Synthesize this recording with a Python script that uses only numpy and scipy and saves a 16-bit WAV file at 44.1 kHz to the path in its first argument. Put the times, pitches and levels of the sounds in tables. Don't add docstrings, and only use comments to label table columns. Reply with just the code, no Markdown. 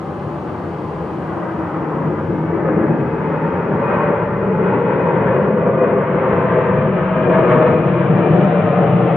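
import sys
import numpy as np
from scipy import signal
from scipy.fft import rfft, irfft, next_fast_len
from scipy.io import wavfile
from scipy.ndimage import uniform_filter1d, minimum_filter1d

SR = 44100
rng = np.random.default_rng(int(sys.argv[2]) if len(sys.argv) > 2 else 0)


def int16_out(signal):
    q = np.round(np.clip(np.atleast_2d(signal).T, -1, 1) * 32767)
    wavfile.write(sys.argv[1], SR, q.astype(np.int16))


N = 403956
FRAME, HOP = 4096, 1024
TIME = np.arange(N) / SR
FRAME_TIME = np.arange(N // HOP + 3)[:, None] * HOP / SR
BINS = np.fft.rfftfreq(FRAME, 1 / SR)


# frequency_hz, relative_db
JET_SPECTRUM = [(25, -51.5), (42, -41), (60, -23.5), (70, -27.5), (88, -11.5), (104, -12.5), (165, -4.5),
                (245, -5), (280, -6.5), (320, -4.5), (400, -4), (600, -6), (740, -13), (930, -16),
                (1070, -19.5), (1250, -19.5), (1600, -24), (2000, -28), (2200, -31), (2550, -36),
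                (3000, -44.5), (4100, -62.5), (5500, -92)]
# time_s, loss_db_per_khz
AIR_ABSORPTION = [(0, 6.5), (1.5, 7.5), (3, 2.5), (5, 2), (9.16, 2.5)]

def jet_roar():
    air_db = -at_time(AIR_ABSORPTION, FRAME_TIME)[0] * np.minimum(BINS / 1000, 5)
    spectrum = amp(at_hz(JET_SPECTRUM, BINS) + air_db)
    noise = noise_at_microphones(spectrum * nearby_echoes() * roar_resonances() * turbulence())
    bands = split(noise, edges_hz=(110, 260, 800, 2600))
    windows = (12000, 7000, 7000, 9000, 9000)
    return sum(at_level(band, db, window) for band, db, window in zip(bands, roar_levels(), windows))


# time_s, rumble_db, roar_db, harsh_db, sizzle_db
APPROACH = [(0.0, -31, -29.5, -33.5, -60), (2.4, -26.5, -25.5, -31.5, -56.5), (4.4, -25, -20.5, -28, -56),
            (7.0, -20.5, -20, -27, -47.5), (9.16, -16.5, -18.0, -25.5, -43)]
# crest_s, length_s, roar_db, harsh_db, sizzle_db
SURGES = [(1.55, 0.59, 1, 3, 1), (1.98, 0.44, 2, 3.5, 1), (2.751, 0.52, 5.5, 2.5, -0.5),
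          (3.4, 0.58, 0.6, 3.5, 3), (4.01, 0.44, 2, 6.5, 6), (4.785, 0.38, 3.5, 4.5, 6.5),
          (5.22, 0.57, 2.5, 3.5, 2.5), (5.803, 0.51, 4.5, 1.5, -1.5), (6.442, 0.75, 3, 4, 2),
          (7.504, 0.54, 6.5, 5.5, 3), (8.35, 0.29, 3, 0, 1.5), (8.82, 0.093, 2.2, 2, -1)]
# crest_s, roar_db, treble_db
GUSTS = [(2.1, 2.5, -1.5), (2.32, 5, -0.5), (2.529, 1, 0), (2.69, 3, 0.5), (2.81, 2, 2), (3.72, 2, 1.5),
         (3.93, 1.5, 1.5), (4.12, 3, -1.5), (4.47, 2, 0.5), (4.72, 0, 0.5), (5.08, -0.5, 2),
         (5.16, 1.5, 1.5), (5.28, 1, 2), (5.36, 4, -0.5), (5.48, 3.5, -0.5), (5.83, 2.5, 2.5), (5.89, 0, 2),
         (6.33, 1, 0.5), (6.51, 0.5, 1), (6.57, 2.5, 0.5), (7.29, 3, -0.5), (7.35, -0.5, 1.8),
         (7.52, -0.5, 6), (7.64, 7.5, 6)]
# deepest_s, length_s, rumble_db, roar_db, treble_db
LULLS = [(3.12, .2, -2.5, 0, -1), (4.31, 0.2, 0, -2.5, 0.5), (4.83, 0.077, 0, -3, -3.5),
         (5.55, 0.13, -0.5, 0, -1.5), (6.08, 0.056, 3.5, -5, -1), (6.47, 0.043, 4.5, -4, 0),
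         (7.1, 0.19, -1.5, -2.5, 1), (7.8, 0.12, -1.5, 0.5, -1.5)]
# crest_s, length_s, lift_db
RUMBLE_ROLLS = [(2.07, 0.18, 4.5), (2.38, 0.19, 5.5), (2.89, 0.5, 7.5), (3.4, 0.46, 4), (3.74, 0.085, 8.5),
                (4.0, 0.31, 4), (4.59, 0.52, 5.5), (5.36, 0.85, 4), (6.85, 0.302, 3), (7.53, 0.91, 3),
                (8.14, 0.1, 6.5), (8.4, 0.21, 6.5), (8.91, 0.32, 2)]
# crest_s, length_s, lift_db
BASS_HEAVES = [(2.35, 0.5, 5.5), (4.35, 0.25, 4), (6.33, 0.2, 6), (6.85, 0.6, 4)]

def roar_levels(gust_s=0.054, deep_db=-37.5):
    rumble_db, roar_db, harsh_db, sizzle_db = at_time(APPROACH, TIME)
    roar_surge, harsh_surge, sizzle_surge = lifts(SURGES)
    roar_gust, treble_gust = lifts([(crest_s, gust_s, *lift_db) for crest_s, *lift_db in GUSTS])
    rumble_lull, roar_lull, treble_lull = lifts(LULLS)
    shimmer_db = .5 * wander(rate_hz=22)
    flutter_db = shimmer_db + treble_gust + treble_lull
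    sway_db = 1.3 * wander(rate_hz=6.1)
    return (deep_db + lifts(BASS_HEAVES)[0] + sway_db,
            rumble_db + lifts(RUMBLE_ROLLS)[0] + rumble_lull,
            roar_db + roar_surge + roar_gust + roar_lull,
            harsh_db + harsh_surge + flutter_db,
            sizzle_db + sizzle_surge + flutter_db)


# time_s, pitch_hz, lift_db
BOOM = [(0, 151.4, 9), (1.8, 156.1, 7), (2.9, 159.9, 6.5), (4, 162, 2), (5.0, 184.5, 2), (5.6, 213, 12),
        (6.4, 190, 7.5), (7.4, 184.2, 6.5), (8.5, 178.7, 7.5), (9.16, 181, 5)]
TROUGH = [(0, 265, 1.5), (1.9, 255, -7), (2.8, 225, 0), (3.5, 235, 3.5), (4.3, 262, -0.5), (5.5, 266, 9.5),
          (6.5, 258, 0.5), (7.6, 250, -2), (9.16, 275, 1)]
DRONE = [(0, 339, 8), (.9, 337.5, 0.5), (1.4, 321.5, 10.5), (2.1, 335, 6.5), (2.9, 322.6, 10),
         (3.3, 311.5, 3.5), (4.4, 336, 0.5), (5, 431, 4), (6.3, 393.5, 6), (7.3, 361, 7.5), (9.16, 351, 1)]
LOW_HOWL = [(0, 435, -3), (2.7, 444, 5), (3.5, 441, 1), (4.6, 441, 9.5), (5.2, 508, 8), (6.5, 496, 4),
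            (7.6, 494, 7), (8.1, 483, 1), (9.16, 443, -0.5)]
MIDDLE_HOWL = [(0, 542, -1), (2.8, 540, 6), (3.6, 527, 2), (4.1, 582, 5.5), (5.2, 650, 0.5),
               (6.5, 659, 4.5), (7.6, 623, 5.5), (8.1, 703, 3.5), (9.16, 721, 8.5)]
LOW_GAP = [(0, 627, 1), (1.7, 680, -0.5), (2.8, 723, -1), (4, 702, -0.5), (5.5, 736, -1), (6.6, 764, -2.5),
           (7.5, 780, -2), (9.16, 830, -1.5)]
HIGH_HOWL = [(0, 755, -1.5), (1.8, 860, -1.5), (2.8, 875, 1.5), (3.6, 800, 5), (4.4, 842, 2.5),
             (5, 952, 5.5), (5.8, 880, -1.5), (6.5, 869, 6.5), (7.5, 930, 2), (9.16, 923, -3)]
THIN_HOWL = [(0, 1120, 3.5), (2, 1147, -1.5), (4.1, 1175, 7.5), (5, 1193, 0.5), (5.9, 1174, 7),
             (6.6, 1160, 1), (7.6, 1110, 1), (9.16, 1040, 2.5)]
HIGH_GAP = [(0, 1410, -2), (2.8, 1300, -0.5), (4.8, 1200, -2.5), (5.6, 1290, -0.5), (6.6, 1448, -5.5),
            (7.5, 1420, -1.5), (9.16, 1336, -0.5)]
BITE = [(0, 1810, -2), (1.5, 1800, -1), (1.9, 1800, -0.5), (2.75, 1740, 3.5), (3.1, 1800, -0.5),
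        (5.1, 1770, 1.5), (7.45, 1700, 0.5), (7.75, 1700, -3), (8.4, 1700, 2), (9.16, 1720, -1.5)]

def roar_resonances():
    lows = resonance(BOOM, width_hz=25) * resonance(TROUGH, width_hz=17) * resonance(DRONE, width_hz=29)
    howls = resonance(LOW_HOWL, width_hz=41) * resonance(MIDDLE_HOWL, width_hz=42)
    upper_howls = resonance(HIGH_HOWL, width_hz=44) * resonance(THIN_HOWL, width_hz=55)
    gaps = resonance(LOW_GAP, width_hz=65) * resonance(HIGH_GAP, width_hz=80)
    return lows * howls * upper_howls * gaps * resonance(BITE, width_hz=700)


# time_s, delay_ms, strength_ratio
SHORT_ECHO = [(0, 2.57, 0.19), (2, 2.55, 0.06), (4, 2.09, 0.5), (5.5, 2, 0.4), (7.5, 1.75, 0.35),
              (9.16, 1.49, 0.48)]
MIDDLE_ECHO = [(0, 5.6, 0.088), (2, 6.2, 0.12), (4, 5.0, 0.11), (5.5, 5.86, 0.12), (7.5, 6.4, 0.4),
               (9.16, 6.73, 0.66)]
LONG_ECHO = [(0, 10.4, 0.015), (4, 6.8, 0.025), (5.5, 7.4, 0.25), (7.5, 8.05, 0.36), (9.16, 8.95, 0.33)]

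def nearby_echoes():
    response = 1
    for rows, dull_hz in ((SHORT_ECHO, 1110), (MIDDLE_ECHO, 746), (LONG_ECHO, 1150)):
        delay_ms, strength = at_time(rows, FRAME_TIME)
        delayed = np.exp(-2j * np.pi * BINS * delay_ms / 1000)
        response = response + strength * delayed / (1 + (BINS / dull_hz) ** 2)
    return abs(response)


def turbulence(depth_db=2.0):
    patches = rng.standard_normal((len(FRAME_TIME), len(BINS)))
    patches = uniform_filter1d(patches, size=14, axis=0)
    patches = uniform_filter1d(patches, size=3, axis=1)
    return amp(depth_db * unit(patches))


# time_s, pitch_hz
BLADE_TONE = [(0, 2060), (.9, 2025), (1.5, 1945), (2.05, 1980), (2.3, 2096), (2.85, 2505), (3.1, 2527),
              (3.9, 2480), (4.8, 2497), (5.8, 2458), (6.5, 2404), (7.85, 2430), (8.2, 2392), (9.16, 2405)]
# crest_s, length_s, lift_db
WHINE_FLARES = [(2.42, .3, 3), (3.05, .3, 1), (3.38, 0.13, 3), (3.94, 0.24, 7), (4.43, .16, 4),
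                (5.08, .16, 8), (5.82, .13, 9), (6.4, 0.24, 2), (7.27, 0.28, 5), (7.9, 0.3, 8.5),
                (8.22, .3, 5), (8.6, 0.47, 6.5)]

def fan_whine(base_db=-58, growth_db_per_s=1.0, waver_hz=8, fading_db=2.5, swing_db=1.5, lean_db=3.0):
    pitch_hz = at_time(BLADE_TONE, TIME)[0]
    engines = []
    for _ in range(2):
        cycles = np.cumsum(pitch_hz + waver_hz * wander(rate_hz=38)) / SR
        engines.append(np.sin(2 * np.pi * cycles) * amp(fading_db * wander(rate_hz=38)))
    left = (engines[0] + engines[1]) * amp(lean_db)
    right = (engines[0] + 0.45 * engines[1]) * amp(-lean_db)
    surge_db = 0.96 * lifts(SURGES)[1]
    level_db = base_db + growth_db_per_s * TIME + surge_db + lifts(WHINE_FLARES)[0]
    return at_level(np.array([left, right]), level_db + swing_db * wander(rate_hz=2.7))


def hum(wobble_hz=4.48, fading_db=3, drone_db=-7, end_s=3.15, fade_s=.08):
    tones = []
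    for rows in (BOOM, DRONE):
        cycles = np.cumsum(at_time(rows, TIME)[0] + wobble_hz * wander(rate_hz=16)) / SR
        tones.append(unit(np.sin(2 * np.pi * cycles) * amp(fading_db * wander(rate_hz=16))))
    boom, drone = tones
    level_db = at_time(APPROACH, TIME)[0] + lifts(RUMBLE_ROLLS)[0] - 6.5
    fade = .5 - .5 * np.tanh((TIME - end_s) / fade_s)
    return (boom + amp(drone_db) * drone) * amp(level_db) * fade


# frequency_hz, relative_db
HISS_SPECTRUM = [(1500, -3), (3000, 8.5), (3600, 0), (4500, -2.5), (5500, -7), (8000, -12.5),
                 (11000, -16.5), (14000, -26.5)]
# time_s, pitch_hz, lift_db
HISS_CREST = [(0, 4200, 2), (0.8, 4550, 3.5), (1.3, 4070, 1), (2.6, 4300, -2), (3.6, 5300, 2.5),
              (9.16, 5240, 3)]

def hiss(top_db=-66.5, hold_s=1.3, fade_db_per_s=2.5, dulling_db_per_khz_s=0.6):
    receding_s = np.maximum(FRAME_TIME - hold_s, 0)
    dull_db = -dulling_db_per_khz_s * receding_s * np.maximum(BINS / 1000 - 6, 0)
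    spectrum = amp(at_hz(HISS_SPECTRUM, BINS) + dull_db)
    noise = noise_at_microphones(spectrum * resonance(HISS_CREST, width_hz=600))
    top = split(noise, edges_hz=(4400,))[1]
    dip_db = 0.47 * lifts(SURGES)[0]
    level_db = top_db - fade_db_per_s * np.maximum(TIME - hold_s, 0) - dip_db
    return noise / top.mean(0).std() * amp(level_db)


def buffet(level_db=-44):
    return wander(rate_hz=49) * amp(level_db) * swell(TIME, crest_s=7.3, length_s=.9)


def tick(start_s=8.443, level_db=-59, decay_s=0.0045, pitch_hz=6300, width_hz=1500):
    hz = np.fft.rfftfreq(N, 1 / SR)
    band = np.exp(-((hz - pitch_hz) / width_hz) ** 2 / 2)
    noise = unit(irfft(rfft(rng.standard_normal(N)) * band, N))
    age = TIME - start_s
    return noise * amp(level_db) * (age > 0) * np.exp(-abs(age) / decay_s)


# frequency_hz, coherence_ratio
MIC_COHERENCE = [(60, 1), (200, 1), (280, 0.89), (500, 1), (650, 0.97), (770, 0.72), (900, 0.85),
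                 (1220, 0.78), (1500, 0.67), (1800, .77), (2400, 0.46), (3300, 0.73), (4200, 0.25),
                 (9000, 0.8)]
# frequency_hz, left_minus_right_db
MIC_BALANCE = [(60, 1.9), (230, 1.3), (350, 4.6), (550, 1.6), (700, 1.3), (820, 2.6), (1080, 1.7),
               (1300, .5), (1530, 6.6), (1850, 1.7), (2750, 3.5), (3700, 3), (6000, .3)]
# frequency_hz, lead_rad
MIC_PHASE = [(60, -0.29), (450, -0.1), (760, 0.51), (900, -0.34), (1150, -0.5), (1550, -0.68), (2100, 0.36),
             (2650, 0.94), (2900, 0.97), (3600, -.1)]

def noise_at_microphones(gain):
    a, b, c, d = rng.standard_normal((4, len(FRAME_TIME), len(BINS)))
    left, unrelated = a + 1j * b, c + 1j * d
    alike = at_hz(MIC_COHERENCE, BINS)
    lag = np.exp(-1j * at_hz(MIC_PHASE, BINS))
    right = (alike * left + np.sqrt(1 - alike ** 2) * unrelated) * lag
    lean = amp(at_hz(MIC_BALANCE, BINS) / 2)
    spectra = np.array([left * lean, right / lean]) * gain
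    return signal.istft(spectra, nperseg=FRAME, noverlap=FRAME - HOP, time_axis=1, freq_axis=2)[1][:, :N]


def resonance(rows, width_hz):
    pitch_hz, lift_db = at_time(rows, FRAME_TIME)
    return amp(lift_db / (1 + (2 * (BINS - pitch_hz) / width_hz) ** 2))


def swell(t, crest_s, length_s, squareness=3.7):
    return np.exp(-abs(2 * (t - crest_s) / length_s) ** squareness)


def lifts(rows):
    t = FRAME_TIME[:, 0]
    curves = sum(np.outer(lift_db, swell(t, crest_s, length_s)) for crest_s, length_s, *lift_db in rows)
    return [np.interp(TIME, t, curve) for curve in curves]


def wander(rate_hz):
    length = next_fast_len(N)
    lowpass = np.exp(-(np.fft.rfftfreq(length, 1 / SR) / rate_hz) ** 2)
    return unit(irfft(rfft(rng.standard_normal(N), length) * lowpass, length)[:N])


def split(pair, edges_hz):
    length = next_fast_len(N)
    hz, spectrum = np.fft.rfftfreq(length, 1 / SR), rfft(pair, length)
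    below = [0] + [1 / (1 + (hz / edge) ** 12) for edge in edges_hz] + [1]
    return [irfft(spectrum * (hi - lo), length)[:, :N] for lo, hi in zip(below, below[1:])]


def at_level(pair, db, window=9000):
    power = uniform_filter1d(uniform_filter1d(pair.mean(0) ** 2, window), window)
    return pair * amp(db) / np.sqrt(abs(power) + 1e-20)


def at_time(rows, t):
    time_s, *columns = np.transpose(rows)
    return [np.interp(t, time_s, column) for column in columns]


def at_hz(rows, hz):
    frequency_hz, value = np.transpose(rows)
    return np.interp(np.log(hz + 1), np.log(frequency_hz + 1), value)


def amp(db):
    return 10 ** (np.asarray(db) / 20)


def unit(x):
    return x / np.sqrt(np.mean(x ** 2) + 1e-20)


# time_s, left_minus_right_db
BEARING = [(0, 0), (2.7, 0), (3.6, -0.5), (6, -0.26), (8.3, 0.8), (9.16, 0.6)]

def scene():
    pan = amp(at_time(BEARING, TIME)[0] * np.array([[.5], [-.5]]))
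    return (jet_roar() + fan_whine()) * pan + hum() + hiss() + buffet() + tick()


def record(dry):
    ceiling, cutoff_hz = .87, 14600
    allowed = ceiling / np.maximum(abs(dry).max(0), ceiling)
    held = minimum_filter1d(allowed, size=600)
    gain = uniform_filter1d(uniform_filter1d(held, size=300), size=300)
    lowpass = signal.firwin(511, cutoff_hz, window=("kaiser", 9), fs=SR)
    return signal.oaconvolve(dry * gain, lowpass[None], "same")


dry = scene()
out = record(dry)
int16_out(out)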